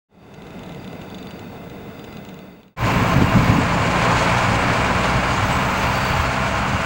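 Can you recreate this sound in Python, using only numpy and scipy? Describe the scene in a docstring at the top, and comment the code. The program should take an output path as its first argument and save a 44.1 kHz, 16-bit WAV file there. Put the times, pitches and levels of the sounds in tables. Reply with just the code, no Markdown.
"""A volcano at night, in two scenes. The quiet one fades in and out: a far rumble, crickets stroking
their wings, a faintly singing camera body and its ticking lens. The loud one opens on the roar of
turbulent gas leaving the vent, over a surging rumble, dull thumps, a distant engine and more crickets.
A katydid rasps twice, very high, and the camera adds a thin whine to both scenes."""
import sys
import numpy as np
from scipy import signal
from scipy.fft import rfft, irfft, next_fast_len
from scipy.io import wavfile
from scipy.ndimage import uniform_filter1d

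SR = 44100
rng = np.random.default_rng(int(sys.argv[2]) if len(sys.argv) > 2 else 0)


def file_out(sig):
    """Save sig as 16-bit WAV at sys.argv[1]."""
    # one column per channel
    cols = np.atleast_2d(sig).T
    # limit, then scale
    lim = np.clip(cols, -1, 1)
    pcm = np.round(lim * 32767).astype(np.int16)
    wavfile.write(sys.argv[1], SR, pcm)


N = 302085
TIME = np.arange(N) / SR
LOUD_START_S = 2.762


def from_db(db):
    """Decibels to gain."""
    return 10 ** (np.asarray(db) / 20)


def rms_one(x):
    """Normalise to rms 1."""
    return x / np.sqrt(np.mean(x ** 2) + 1e-20)


def ramp(age_s, rise_s):
    """A linear fade from 0 to 1, starting at age 0."""
    return np.clip(age_s / rise_s, 0, 1)


def sag(db_per_s):
    """A steady fall in dB, passing 0 as the loud scene opens."""
    return -db_per_s * (TIME - LOUD_START_S)


def automation(points):
    """A line through (time, value) breakpoints, at every sample."""
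    return np.interp(TIME, *np.transpose(points))


def drift(rate):
    """Smooth random modulation of rms 1, moving about rate times a second."""
    step, run_in = 40, 2000
    pole = np.exp(-2 * np.pi * rate * step / SR)
    white = rng.standard_normal(N // step + run_in + 2)
    slow = signal.lfilter([1], [1, -2 * pole, pole * pole], white)[run_in:]
    return np.interp(np.arange(N) / step, np.arange(len(slow)), rms_one(slow))


def noise(gain_at):
    """Noise of rms 1, shaped by a function of frequency."""
    size = next_fast_len(N)
    hz = np.maximum(np.fft.rfftfreq(size, 1 / SR), 1)
    return rms_one(irfft(rfft(rng.standard_normal(size)) * gain_at(hz), size)[:N])


def coloured(spectrum):
    """Noise of rms 1 through an EQ curve: f/Hz, level/dB."""
    points_hz, points_db = np.transpose(spectrum)
    return noise(lambda hz: from_db(np.interp(np.log(hz), np.log(points_hz), points_db)))


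def resonant(modes):
    """Resonant bands of noise: f/Hz, width/Hz, rms level/dB."""
    return sum(from_db(db) * noise(lambda hz: 1 / (1 + 2 * ((hz - centre) / width) ** 2))
               for centre, width, db in modes)


def split(x, hz):
    """A crossover whose low and high bands sum to the input."""
    low = signal.sosfiltfilt(signal.butter(2, hz, fs=SR, output="sos"), x)
    return low, x - low


def ring(clicks, hz, t60):
    """Each click excites a decaying sine of its own height."""
    r, w = from_db(-60 / (t60 * SR)), 2 * np.pi * hz / SR
    return signal.lfilter([0, np.sin(w)], [1, -2 * r * np.cos(w), r * r], clicks + 1e-18)


# Far eruption's EQ: f/Hz, relative level/dB
FAR_EQ = [(20, -17), (30, -11), (70, -6), (130, -1), (290, -2.5), (350, -7), (470, -3), (530, -10),
          (620, -7), (900, -12), (1200, -19), (1850, -23.5), (2800, -23), (3250, -31.5), (4200, -34),
          (5500, -36.5), (7400, -40.5), (8200, -41.5), (12000, -48), (15000, -49)]
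# Its booming resonances: f/Hz, width/Hz, level/dB
FAR_RESONANCES = [(183.5, 36, -40.5), (288.6, 22, -51.5), (1400, 270, -52.5)]
def far_rumble(level_db=-35, fall_db_per_s=1.07, flutter_db=0.85):
    """Over distance the air leaves mostly the low end of the eruption."""
    gain = from_db(level_db - fall_db_per_s * TIME + flutter_db * drift(32))
    return gain * coloured(FAR_EQ) + resonant(FAR_RESONANCES)


# Camera body resonances: f/Hz, width/Hz, level/dB
BODY_MODES = [(2050, 75, -56), (2585, 140, -57.5), (3600, 220, -57.5), (6500, 200, -73), (7300, 300, -74)]
def camera_body():
    """The camera body sings faintly at its resonances."""
    return resonant(BODY_MODES)


# Whine's fader: t/s, level offset/dB
WHINE_FADER = [(.5, -9), (1.1, -3), (2.7, -1), (2.8, 1)]
def camera_whine(hz=15654, level_db=-55.5):
    """A thin electronic tone comes up, then holds through the loud scene."""
    return from_db(level_db + automation(WHINE_FADER)) * np.sqrt(2) * np.sin(2 * np.pi * hz * TIME)


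# Cricket beds of the quiet and the loud scene: f/Hz, width/Hz, level/dB
QUIET_TRILLS = [(4660, 140, -67)]
LOUD_TRILLS = [(2675, 4.4, -46), (2804, 28, -41.5), (4660, 270, -66)]
def far_crickets(trills):
    """Far crickets trill without pause, blending into narrow bands."""
    return resonant(trills)


# Chirp cues: t/s, length/s, f/Hz, level/dB
CHIRP_CUES = [(0.125, 0.29, 4650, -64), (.74, 0.27, 4750, -62), (.98, .22, 4600, -63),
              (1.102, 0.3, 4665, -57), (1.378, .22, 4480, -64), (1.92, 0.29, 4800, -60.5),
              (2.36, 0.39, 4600, -63), (4.016, 0.31, 4360, -44), (5.159, .22, 4800, -46),
              (5.9, 0.29, 4570, -42.5), (6.123, .2, 4380, -48)]
def crickets(stroke_hz=55, stroke_depth=0.35, waver_hz=26, edge_s=0.049, flutter_db=3.0):
    """Each chirp is a run of wing strokes; hillside echoes blur its pitch and level."""
    waver, unevenness = waver_hz * drift(96), drift(15)
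    flutter = rms_one(from_db(flutter_db * drift(40)))
    out = np.zeros(N)
    for start, length, hz, db in CHIRP_CUES:
        span = (TIME > start) & (TIME < start + length)
        age = TIME[span] - start
        gate = ramp(np.minimum(age, length - age), edge_s)
        strokes = 1 + stroke_depth * np.sin(2 * np.pi * stroke_hz * age + unevenness[span])
        tone = np.sqrt(2) * np.sin(2 * np.pi * np.cumsum(hz + waver[span]) / SR)
        out[span] += from_db(db) * gate * strokes * tone
    return out * flutter


# Tick cues: t/s, level/dB
TICK_CUES = [(0.339, -47), (0.4193, -47.5), (0.4667, -47), (0.5041, -45.5), (0.5909, -46), (0.631, -44),
             (0.6613, -44), (0.6922, -44), (0.719, -46), (0.745, -44.5), (0.8429, -45), (0.8758, -42),
             (0.928, -45), (1.014, -42.5), (1.0998, -43), (1.144, -41), (1.1827, -42), (1.226, -40.5),
             (1.2685, -40.5), (1.306, -41.5), (1.392, -40), (1.697, -43), (1.993, -43), (2.0403, -43),
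             (2.126, -42.5), (2.1678, -41), (2.2486, -40), (2.287, -42.5), (2.341, -43), (2.3886, -45),
             (2.63, -53), (2.6792, -57)]
# Lens resonances: f/Hz, level offset/dB, t60/s
LENS_MODES = [(2550, 7, 0.0054), (3000, 1, 0.0057), (2900, 2.5, 0.013), (3550, 1.5, 0.017),
              (3650, -1, 0.014), (3985, -3, 0.037), (6060, -11, 0.0073), (6500, -2.5, .008),
              (7070, -6.5, 0.011), (7380, -8, .007), (8850, -16, 0.0063), (9200, -11, 0.0091),
              (13400, -16, .004)]
def lens_ticks(spread_s=.002, uneven_db=1.9, rebound_s=0.0041, rebound_db=-3.0, rebound_share=.3):
    """Brief scuffs inside the lens reach its modes one after another; some rebound a moment later."""
    starts, db = np.transpose(TICK_CUES)
    count = len(starts)
    rebounds = rng.random(count) < rebound_share
    out = np.zeros(N)
    for hz, mode_db, t60 in LENS_MODES:
        touch_s = starts + .001 + spread_s * rng.random(count)
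        strength = from_db(db + mode_db + uneven_db * rng.standard_normal(count))
        force = np.zeros(N)
        force[(touch_s * SR).astype(int)] = strength
        again_s = touch_s + rebound_s + 0.0012 * rng.random(count)
        force[(again_s * SR).astype(int)] += strength * rebounds * from_db(rebound_db)
        out += ring(force, hz, t60)
    return out


def puffs(per_s, decay_s):
    """Random pressure bursts with a fast, rounded attack; mean 0, rms 1."""
    bursts = (rng.random(N) < per_s / SR) * rng.uniform(0.26, 1, N)
    pressure = signal.lfilter([1], [1, -np.exp(-1 / (decay_s * SR))], bursts)
    pressure = uniform_filter1d(uniform_filter1d(pressure, size=40), size=40)
    return rms_one(pressure - pressure.mean())


# Gas jet's EQ: f/Hz, relative level/dB
JET_EQ = [(200, -8), (350, -5), (550, -1), (780, -1.5), (900, 0), (1200, -2.5), (1600, -4), (1950, -8),
          (2350, -6), (2800, -11.5), (3600, -17), (4700, -18.5), (5500, -23.5), (7100, -24), (9000, -31.5),
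          (11000, -41), (15500, -50)]
# Its flow, surging once and easing: t/s, level/dB
JET_FADER = [(2.87, -22.5), (3.2, -23.5), (3.88, -22), (4.06, -20), (4.9, -21.5), (6.0, -22.5),
             (6.85, -24.5)]
# Its resonances: f/Hz, width/Hz, relative opening level/dB, fall/(dB/s)
JET_MODES = [(658, 33, -16, -1), (833, 70, -19.5, -2.2), (1045, 61, -6.5, 1.5), (1380, 160, -27, -5),
             (2250, 150, -15, 1)]
# Whistly bands that come and go in the hiss: f/Hz, width/Hz
SWISH_BANDS = [(6300, 220), (6750, 180), (7150, 220), (7800, 530)]
def gas_jet(low_db=3.5, body_db=1.5, treble_db=0.03, sizzle_db=1.17,
            swish_db=-30.5, swish_swing_db=5, puff_db=0.54):
    """Turbulent gas leaves the vent in puffs that shake the whole roar; lows thin out, highs sizzle."""
    low, rest = split(coloured(JET_EQ), hz=630)
    body, treble = split(rest, hz=2700)
    roar = from_db(low_db + sag(db_per_s=1.84)) * low + from_db(body_db) * body
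    roar += from_db(treble_db + sizzle_db * drift(20)) * treble
    for hz, width, db, fall_db_per_s in JET_MODES:
        roar += from_db(sag(fall_db_per_s)) * resonant([(hz, width, db)])
    for hz, width in SWISH_BANDS:
        swing = rms_one(from_db(swish_swing_db * drift(12)))
        roar += swing * resonant([(hz, width, swish_db)])
    return roar * from_db(automation(JET_FADER) + puff_db * puffs(per_s=120, decay_s=0.0053))


# EQ of the rumble under the jet: f/Hz, relative level/dB
RUMBLE_EQ = [(20, -20), (40, -11), (70, -5.5), (115, 2.5), (160, 0.5), (220, -1.5), (295, -2), (345, -18),
             (600, -41), (4000, -80)]
# Gas surges: centre t/s, length/s, deep band boost/dB, upper band boost/dB
SURGE_CUES = [(2.932, 0.13, -1, 2.5), (3.194, 0.15, 5.5, 6.5), (3.387, 0.11, 4, 11.5),
              (3.547, 0.17, -6, 10), (3.747, 0.077, -5, 5.5), (5.16, .1, 5, 2), (5.433, 0.15, 3.5, -1),
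              (6.18, 0.17, 10, 0.5), (6.742, 0.045, 10, 0)]
def vent_rumble(lump_db=0.74):
    """Lumpy low turbulence slowly eases; each surge of gas swells or ducks its two bands."""
    deep_db = -18 + sag(db_per_s=1.45)
    upper_db = -24 + sag(db_per_s=2.0)
    for centre, length, deep_boost_db, upper_boost_db in SURGE_CUES:
        swell = np.maximum(1 - (2 * (TIME - centre) / length) ** 2, 0)
        deep_db += deep_boost_db * swell
        upper_db += upper_boost_db * swell
    deep, upper = split(coloured(RUMBLE_EQ), hz=114)
    return (from_db(deep_db) * deep + from_db(upper_db) * upper) * from_db(lump_db * drift(22))


# Engine's firing rate: t/s, f/Hz
FIRING_RATE = [(2.8, 59.9), (3.3, 58.2), (4.2, 58.42), (5.3, 62.54), (6.1, 63.86), (6.85, 67.3)]
# Its harmonics: multiple, opening level/dB, fall/(dB/s)
ENGINE_HARMONICS = [(1, -34, 0), (2, -29.5, 1.1), (3, -26.5, 2.3), (4, -41.5, -0.56)]
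def engine(jitter=0.0066, flutter_db=2.0):
    """A far engine dips, then slowly gains speed; each harmonic flutters on its own in the night air."""
    firing_hz = automation(FIRING_RATE) * (1 + jitter * drift(7.4))
    phase = 2 * np.pi * np.cumsum(firing_hz) / SR
    out = np.zeros(N)
    for multiple, db, fall_db_per_s in ENGINE_HARMONICS:
        gain = from_db(db + sag(fall_db_per_s) + flutter_db * drift(5))
        out += gain * np.sqrt(2) * np.sin(multiple * phase + rng.uniform(0, 2 * np.pi))
    return out


# Rasp cues: t/s, length/s, level/dB
RASP_CUES = [(2.765, 0.85, -46), (5.42, 0.85, -46)]
# Wing resonances: f/Hz, width/Hz, level offset/dB
WING_MODES = [(13790, 200, -9.5), (14400, 1000, -9), (15000, 160, -13), (15700, 200, -7)]
def katydid(stroke_hz=55.3, width_cycles=.13, scrape_db=-11, edge_s=.035, uneven_db=1.0):
    """A rasp near the top of hearing: a sharp, uneven pulse per wing stroke, a softer scrape between."""
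    cycle = (TIME * stroke_hz) % 1 - .5
    pulses = np.exp(-.5 * (cycle / width_cycles) ** 2)
    strokes = rms_one((from_db(scrape_db) + pulses) * from_db(uneven_db * drift(30.2)))
    calls = sum(from_db(db) * ramp(np.minimum(TIME - start, start + length - TIME), edge_s)
                for start, length, db in RASP_CUES)
    return calls * strokes * resonant(WING_MODES)


# Thump cues: t/s, level before trim/dB, f/Hz
THUMP_CUES = [(2.97, -7, 130), (3.186, -11, 97), (3.215, -4.5, 269), (3.224, -6, 280), (3.246, -2, 129),
              (3.343, -11, 125), (3.373, -5, 170), (3.393, -6, 149), (3.501, -1, 120), (3.589, -8, 232),
              (5.159, -6.5, 85), (6.2, -7, 74)]
def thumps(trim_db=-2.5, width_cycles=0.52):
    """Each dull thump is one rounded pressure peak with a dip on either side."""
    out = np.zeros(N)
    for centre, db, hz in THUMP_CUES:
        cycles = (TIME - centre) * hz
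        near = np.abs(cycles) < 2
        envelope = np.exp(-(cycles[near] / width_cycles) ** 2)
        out[near] += from_db(db + trim_db) * envelope * np.cos(2 * np.pi * cycles[near])
    return out


def scene():
    """The quiet scene fades in and out, then the loud one comes in fast; mono."""
    quiet_fade = ramp(TIME - .085, rise_s=.5) * ramp(2.758 - TIME, 0.49)
    loud_fade = ramp(TIME - LOUD_START_S, rise_s=0.09)
    both = crickets() + camera_whine()
    quiet = far_rumble() + camera_body() + far_crickets(QUIET_TRILLS) + both
    loud = gas_jet() + vent_rumble() + thumps() + engine() + far_crickets(LOUD_TRILLS) + both
    return (quiet_fade * quiet + loud_fade * loud + lens_ticks() + katydid())[None]


def record(dry):
    """A steep low-pass on the mix, just above the whine."""
    cutoff_hz = 15900
    return signal.sosfilt(signal.ellip(12, .1, 90, cutoff_hz, fs=SR, output="sos"), dry)


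dry = scene()
out = record(dry)
file_out(out)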